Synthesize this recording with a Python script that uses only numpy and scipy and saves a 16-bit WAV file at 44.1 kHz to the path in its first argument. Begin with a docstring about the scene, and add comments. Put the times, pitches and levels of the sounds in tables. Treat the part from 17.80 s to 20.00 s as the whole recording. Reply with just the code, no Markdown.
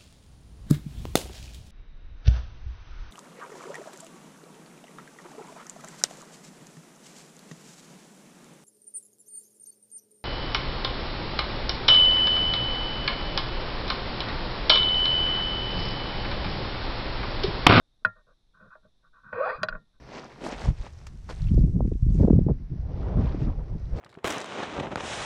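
"""Faint night hiss and a light touch of fingers come first, then a catch snaps on a hand-held camera.
Fingers shift softly on the case. The grip slides, sticking and slipping in a rising rubbery squeak,
and ends in a few clicks while the hand rocks the camera. Every rub and knock rings the same small
plastic case, with a quiet street behind it."""
import sys
import numpy as np
from scipy import signal
from scipy.fft import rfft, irfft
from scipy.io import wavfile
from scipy.ndimage import uniform_filter1d

SR = 44100
rng = np.random.default_rng(int(sys.argv[2]) if len(sys.argv) > 2 else 0)


def unload_audio(sound):
    """Save the sound as a 16-bit wav file, at the path given as the first command line argument."""
    columns = np.transpose(np.atleast_2d(sound))
    # keep every value between -1 and 1, then stretch to whole-number steps
    steps = np.round(np.clip(columns, -1, 1) * 32767)
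    wavfile.write(sys.argv[1], SR, steps.astype(np.int16))


N = 97020  # 2.2 seconds

# Tone of the night air and microphone hiss (frequency [Hz], relative level [dB])
HISS_SPECTRUM = [(30, 7), (70, -11), (150, -14), (400, -24), (1000, -28.5), (2000, -34.5), (3000, -36.5),
                 (3700, -20.5), (4300, -29.5), (4800, -35), (5600, -32.5), (7000, -43), (11000, -43.5)]
# Rocking moves of the hand (start [s], length [s], level [dB])
HAND_SWAYS = [(1.749, 0.017, -41.5), (1.876, 0.13, -33)]

# A mode is a tone that an object rings at when it is tapped.
# Modes of the plastic case (frequency [Hz], relative level [dB], time to fade by 60 dB [s])
CASE_MODES = [(436, -42, 0.11), (509, -31.5, 0.085), (626, -27, 0.088), (974, -39.5, 0.048),
              (1021, -38, 0.082), (1123, -26.5, 0.049), (1229, -30.5, .05), (1330, -24.5, 0.021),
              (1527, -19, 0.035), (1861.6, -29, 0.055), (2491, -29, 0.046), (2775, -36, 0.028),
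              (3137, -31.5, 0.025), (3444, -31, 0.024), (4012, -30.5, 0.036), (4330, -30.5, 0.021),
              (4780, -27, .025), (5670, -37, .022), (6370, -44, .02), (6760, -42, 0.017),
              (7986, -52, 0.015), (9930, -48.5, .018), (10500, -48, 0.012)]
# Modes of the catch (frequency [Hz], relative level [dB], time to fade by 60 dB [s])
CATCH_MODES = [(1453.4, 0, 0.022), (1393, -20.5, .15), (1693, -29.5, 0.11), (1843, -43, .3)]
# Dull modes of the hand and arm holding the camera (frequency [Hz], relative level [dB], time to fade by 60 dB
# [s])
THUMP_MODES = [(101, -3.5, 0.14), (179, -4, 0.11), (232, -2.5, 0.075)]

# Soft finger strokes (start [s], length [s], rasp level [dB], hollow level [dB], rumble level [dB])
FINGER_STROKES = [(.005, 0.032, -71.5, -65, -71.5), (0.217, 0.027, -71.5, -62.5, -53),
                  (0.352, 0.076, -61, -65.5, -72), (0.465, 0.079, -64, -63, -74),
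                  (0.734, 0.078, -59, -76.5, -67), (0.792, 0.12, -57, -62, -60),
                  (0.901, 0.071, -49.5, -79, -84), (1.021, 0.075, -69, -75, -65.5),
                  (1.227, 0.075, -63.5, -77.5, -75), (1.325, 0.11, -59, -78, -80.5),
                  (1.43, 0.22, -52, -74, -59.5), (1.775, 0.11, -43, -56.5, -46.5),
                  (1.876, 0.12, -50, -48.5, -50.5), (1.954, 0.096, -80, -77.5, -59),
                  (2.125, 0.071, -76, -84, -75)]
# One row each for a stroke's rasp, hollow tone and rumble (low edge [Hz], high edge [Hz])
STROKE_BANDS_HZ = [(915.6, 1520), (372.1, 720), (90, 207)]
# Snaps and clicks (time [s], case gain [dB], case dulled above [Hz], catch gain [dB], thump gain [dB])
KNOCK_EVENTS = [(.2490, -3.5, 3670, -2.5, -25), (0.9536, -23, 1185, -37, -59),
                (1.0480, -28.5, 650, -70, -51.5), (1.5280, -11, 1880, -26, -31),
                (1.8318, -1, 11600, -26.5, -32), (1.8855, -10, 4960, -15.5, -63.5),
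                (1.9255, -20.5, 2050, -23.5, -73), (1.9512, -21, 2020, -24, -67)]

# Loudness of the slide (time [s], scrape level [dB], squeak level [dB], level one octave up [dB])
SLIDE_LEVELS = [(1.522, -60, -80, -70), (1.532, -37.5, -58, -71), (1.58, -36.5, -35.5, -58),
                (1.613, -32.5, -24.5, -36.5), (1.64, -31, -35.5, -29.5), (1.675, -29.5, -34, -45.5),
                (1.705, -28, -45.5, -37), (1.735, -39, -40, -56), (1.755, -36, -39, -69.5),
                (1.81, -62, -82, -71)]
# Pitch of the squeak as the slide speeds up (time [s], pitch [Hz])
SQUEAK_PITCH = [(1.53, 461.9), (1.58, 469.6), (1.612, 546), (1.645, 652.6), (1.675, 796), (1.692, 926),
                (1.712, 900), (1.735, 1185), (1.76, 1223)]
# Tone of the sliding scrape (frequency [Hz], relative level [dB])
SCRAPE_SPECTRUM = [(80, -2.5), (300, -2.5), (520, 4), (640, -3.5), (850, 6), (1150, -0.5), (1500, -6.5),
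                   (1900, -10), (2300, -0.5), (2600, -12), (3200, -26.5), (4700, -42), (6500, -37),
                   (11000, -41.5)]


def amp(db):
    """Turns decibels into a number to multiply by."""
    return 10 ** (np.asarray(db) / 20)


def unit(x):
    """Scales a sound so that its average strength (rms) is 1."""
    return x / np.sqrt(np.mean(x ** 2) + 1e-20)


def add(mix, start_s, sound):
    """Adds a sound to the mix at the given time."""
    part = mix[max(round(start_s * SR), 0):][:len(sound)]
    part += sound[:len(part)]


def curve(table, column=1):
    """Joins the values in one column with straight lines over time."""
    rows = np.array(table)
    return np.interp(np.arange(N) / SR, rows[:, 0], rows[:, column])


def colour(x, spectrum):
    """Turns each frequency up or down to follow a spectrum table."""
    hz, db = np.transpose(spectrum)
    gain_db = np.interp(np.log(np.fft.rfftfreq(N, 1 / SR) + 1), np.log(hz), db)
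    return irfft(rfft(x) * amp(gain_db), N)


def band(x, edges_hz, order=3):
    """Keeps the sound between two frequencies and scales it to strength 1."""
    return unit(signal.sosfilt(signal.butter(order, edges_hz, "band", fs=SR, output="sos"), x))


def ring(modes, rise_s=0):
    """A tapped object rings: one fading tone per mode, every second one flipped upside down."""
    t = np.arange(SR // 2) / SR
    sound = sum((-1) ** k * amp(db - 60 * t / fade_s) * np.sin(2 * np.pi * hz * t)
                for k, (hz, db, fade_s) in enumerate(modes))
    return sound * (1 - np.exp(-t / rise_s)) ** 2 if rise_s else sound


def night_hiss(level_db=-64):
    """Night air and the microphone make a faint, steady hiss."""
    return amp(level_db) * unit(colour(rng.standard_normal(N), HISS_SPECTRUM))


def hand_sway(sway_hz=21.23):
    """The hand rocks the camera, pushing slow waves of pressure onto the microphone."""
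    out = np.zeros(N)
    for start, length, db in HAND_SWAYS:
        t = np.arange(0, length, 1 / SR)
        swell = np.sin(np.pi * t / length) ** 2
        add(out, start, -amp(db) * swell * np.sin(2 * np.pi * sway_hz * t))
    return out


def friction(slips_per_s=2200, spread_db=2):
    """Rubbing is a stream of tiny slips of uneven size, and each one rings the case."""
    size = amp(spread_db * np.minimum(rng.exponential(1, N), 4))
    slips = size * rng.choice([-1, 1], N) * (rng.random(N) < slips_per_s / SR)
    return signal.fftconvolve(slips, ring(CASE_MODES))[:N]


def finger_strokes(attack_s=0.018, release_s=0.042):
    """Fingers creep over the case: a rasp, a hollow tone and a rumble swell and fade together."""
    out, t = np.zeros(N), np.arange(N) / SR
    rub = friction()
    layers = np.array([band(rub, edges) for edges in STROKE_BANDS_HZ])
    layers[0] += amp(-28) * band(rub, (2260, 2565))  # a thin overtone on the rasp
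    for start, length, *levels_db in FINGER_STROKES:
        fade_in = (t - start) / attack_s
        fade_out = (start + length - t) / release_s
        press = np.clip(np.minimum(fade_in, fade_out), 0, 1)
        out += press * (amp(levels_db) @ layers)
    return out


def knocks(crunch_s=.004, rattle_fade_s=.15):
    """Each blow rings the case and the catch, and the holding hand and arm give a dull thump."""
    out, t = np.zeros(N), np.arange(SR // 2) / SR
    for start, case_db, dull_hz, catch_db, thump_db in KNOCK_EVENTS:
        crunch, rattle = rng.standard_normal((2, len(t)))
        force = .08 * crunch * np.exp(-t / crunch_s)
        force[0] = 1  # one sharp push leads the short crunch
        case = signal.fftconvolve(force, ring(CASE_MODES))[:len(t)]
        after_ring = band(rattle, (355.3, 1667), order=4) * amp(-37.5 - 60 * t / rattle_fade_s)
        dulled = signal.lfilter(*signal.butter(5, dull_hz, fs=SR), case + after_ring)
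        add(out, start, amp(case_db) * dulled)
        add(out, start, amp(catch_db) * ring(CATCH_MODES, rise_s=.0007))
        add(out, start, amp(thump_db) * ring(THUMP_MODES, rise_s=.012))
    return out


def grip_slide(jitter_depth=.014, flutter_depth=.25, fizz_db_per_octave=11.5):
    """The grip scrapes, sticks and slips. As it speeds up, its squeak climbs and a fizz grows."""
    t = np.arange(N) / SR
    moving = (t > SLIDE_LEVELS[0][0]) & (t < SLIDE_LEVELS[-1][0])
    fade = uniform_filter1d(moving.astype(float), size=256)  # softens the start and the stop
    jitter, flutter = (band(noise, (20, 120)) for noise in rng.standard_normal((2, N)))
    pitch_hz = curve(SQUEAK_PITCH)
    phase = 2 * np.pi * np.cumsum(pitch_hz * (1 + jitter_depth * jitter)) / SR  # the pitch trembles
    tone = amp(curve(SLIDE_LEVELS, column=2)) * unit(np.sin(phase))
    octave = amp(curve(SLIDE_LEVELS, column=3)) * unit(np.sin(2 * phase))
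    squeak = (tone + octave) * (1 + flutter_depth * flutter)  # so does the loudness
    rub = friction()
    fizz_db = -24 + fizz_db_per_octave * np.log2(pitch_hz / pitch_hz.max())  # relative to the scrape
    fizz = amp(fizz_db) * band(rub, (3170, 4950))
    scrape = amp(curve(SLIDE_LEVELS, column=1)) * (unit(colour(rub, SCRAPE_SPECTRUM)) + fizz)
    return fade * (scrape + squeak)


def scene():
    """All the sounds add up at one microphone."""
    return (knocks() + finger_strokes() + grip_slide() + hand_sway() + night_hiss())[None]


def record(dry, cutoff_hz=11700):
    """The camera cuts off the highest treble."""
    low_pass = signal.firwin(255, cutoff_hz, window=("kaiser", 8), fs=SR)
    return signal.oaconvolve(dry, low_pass[None], "same")


dry = scene()
out = record(dry)
unload_audio(out)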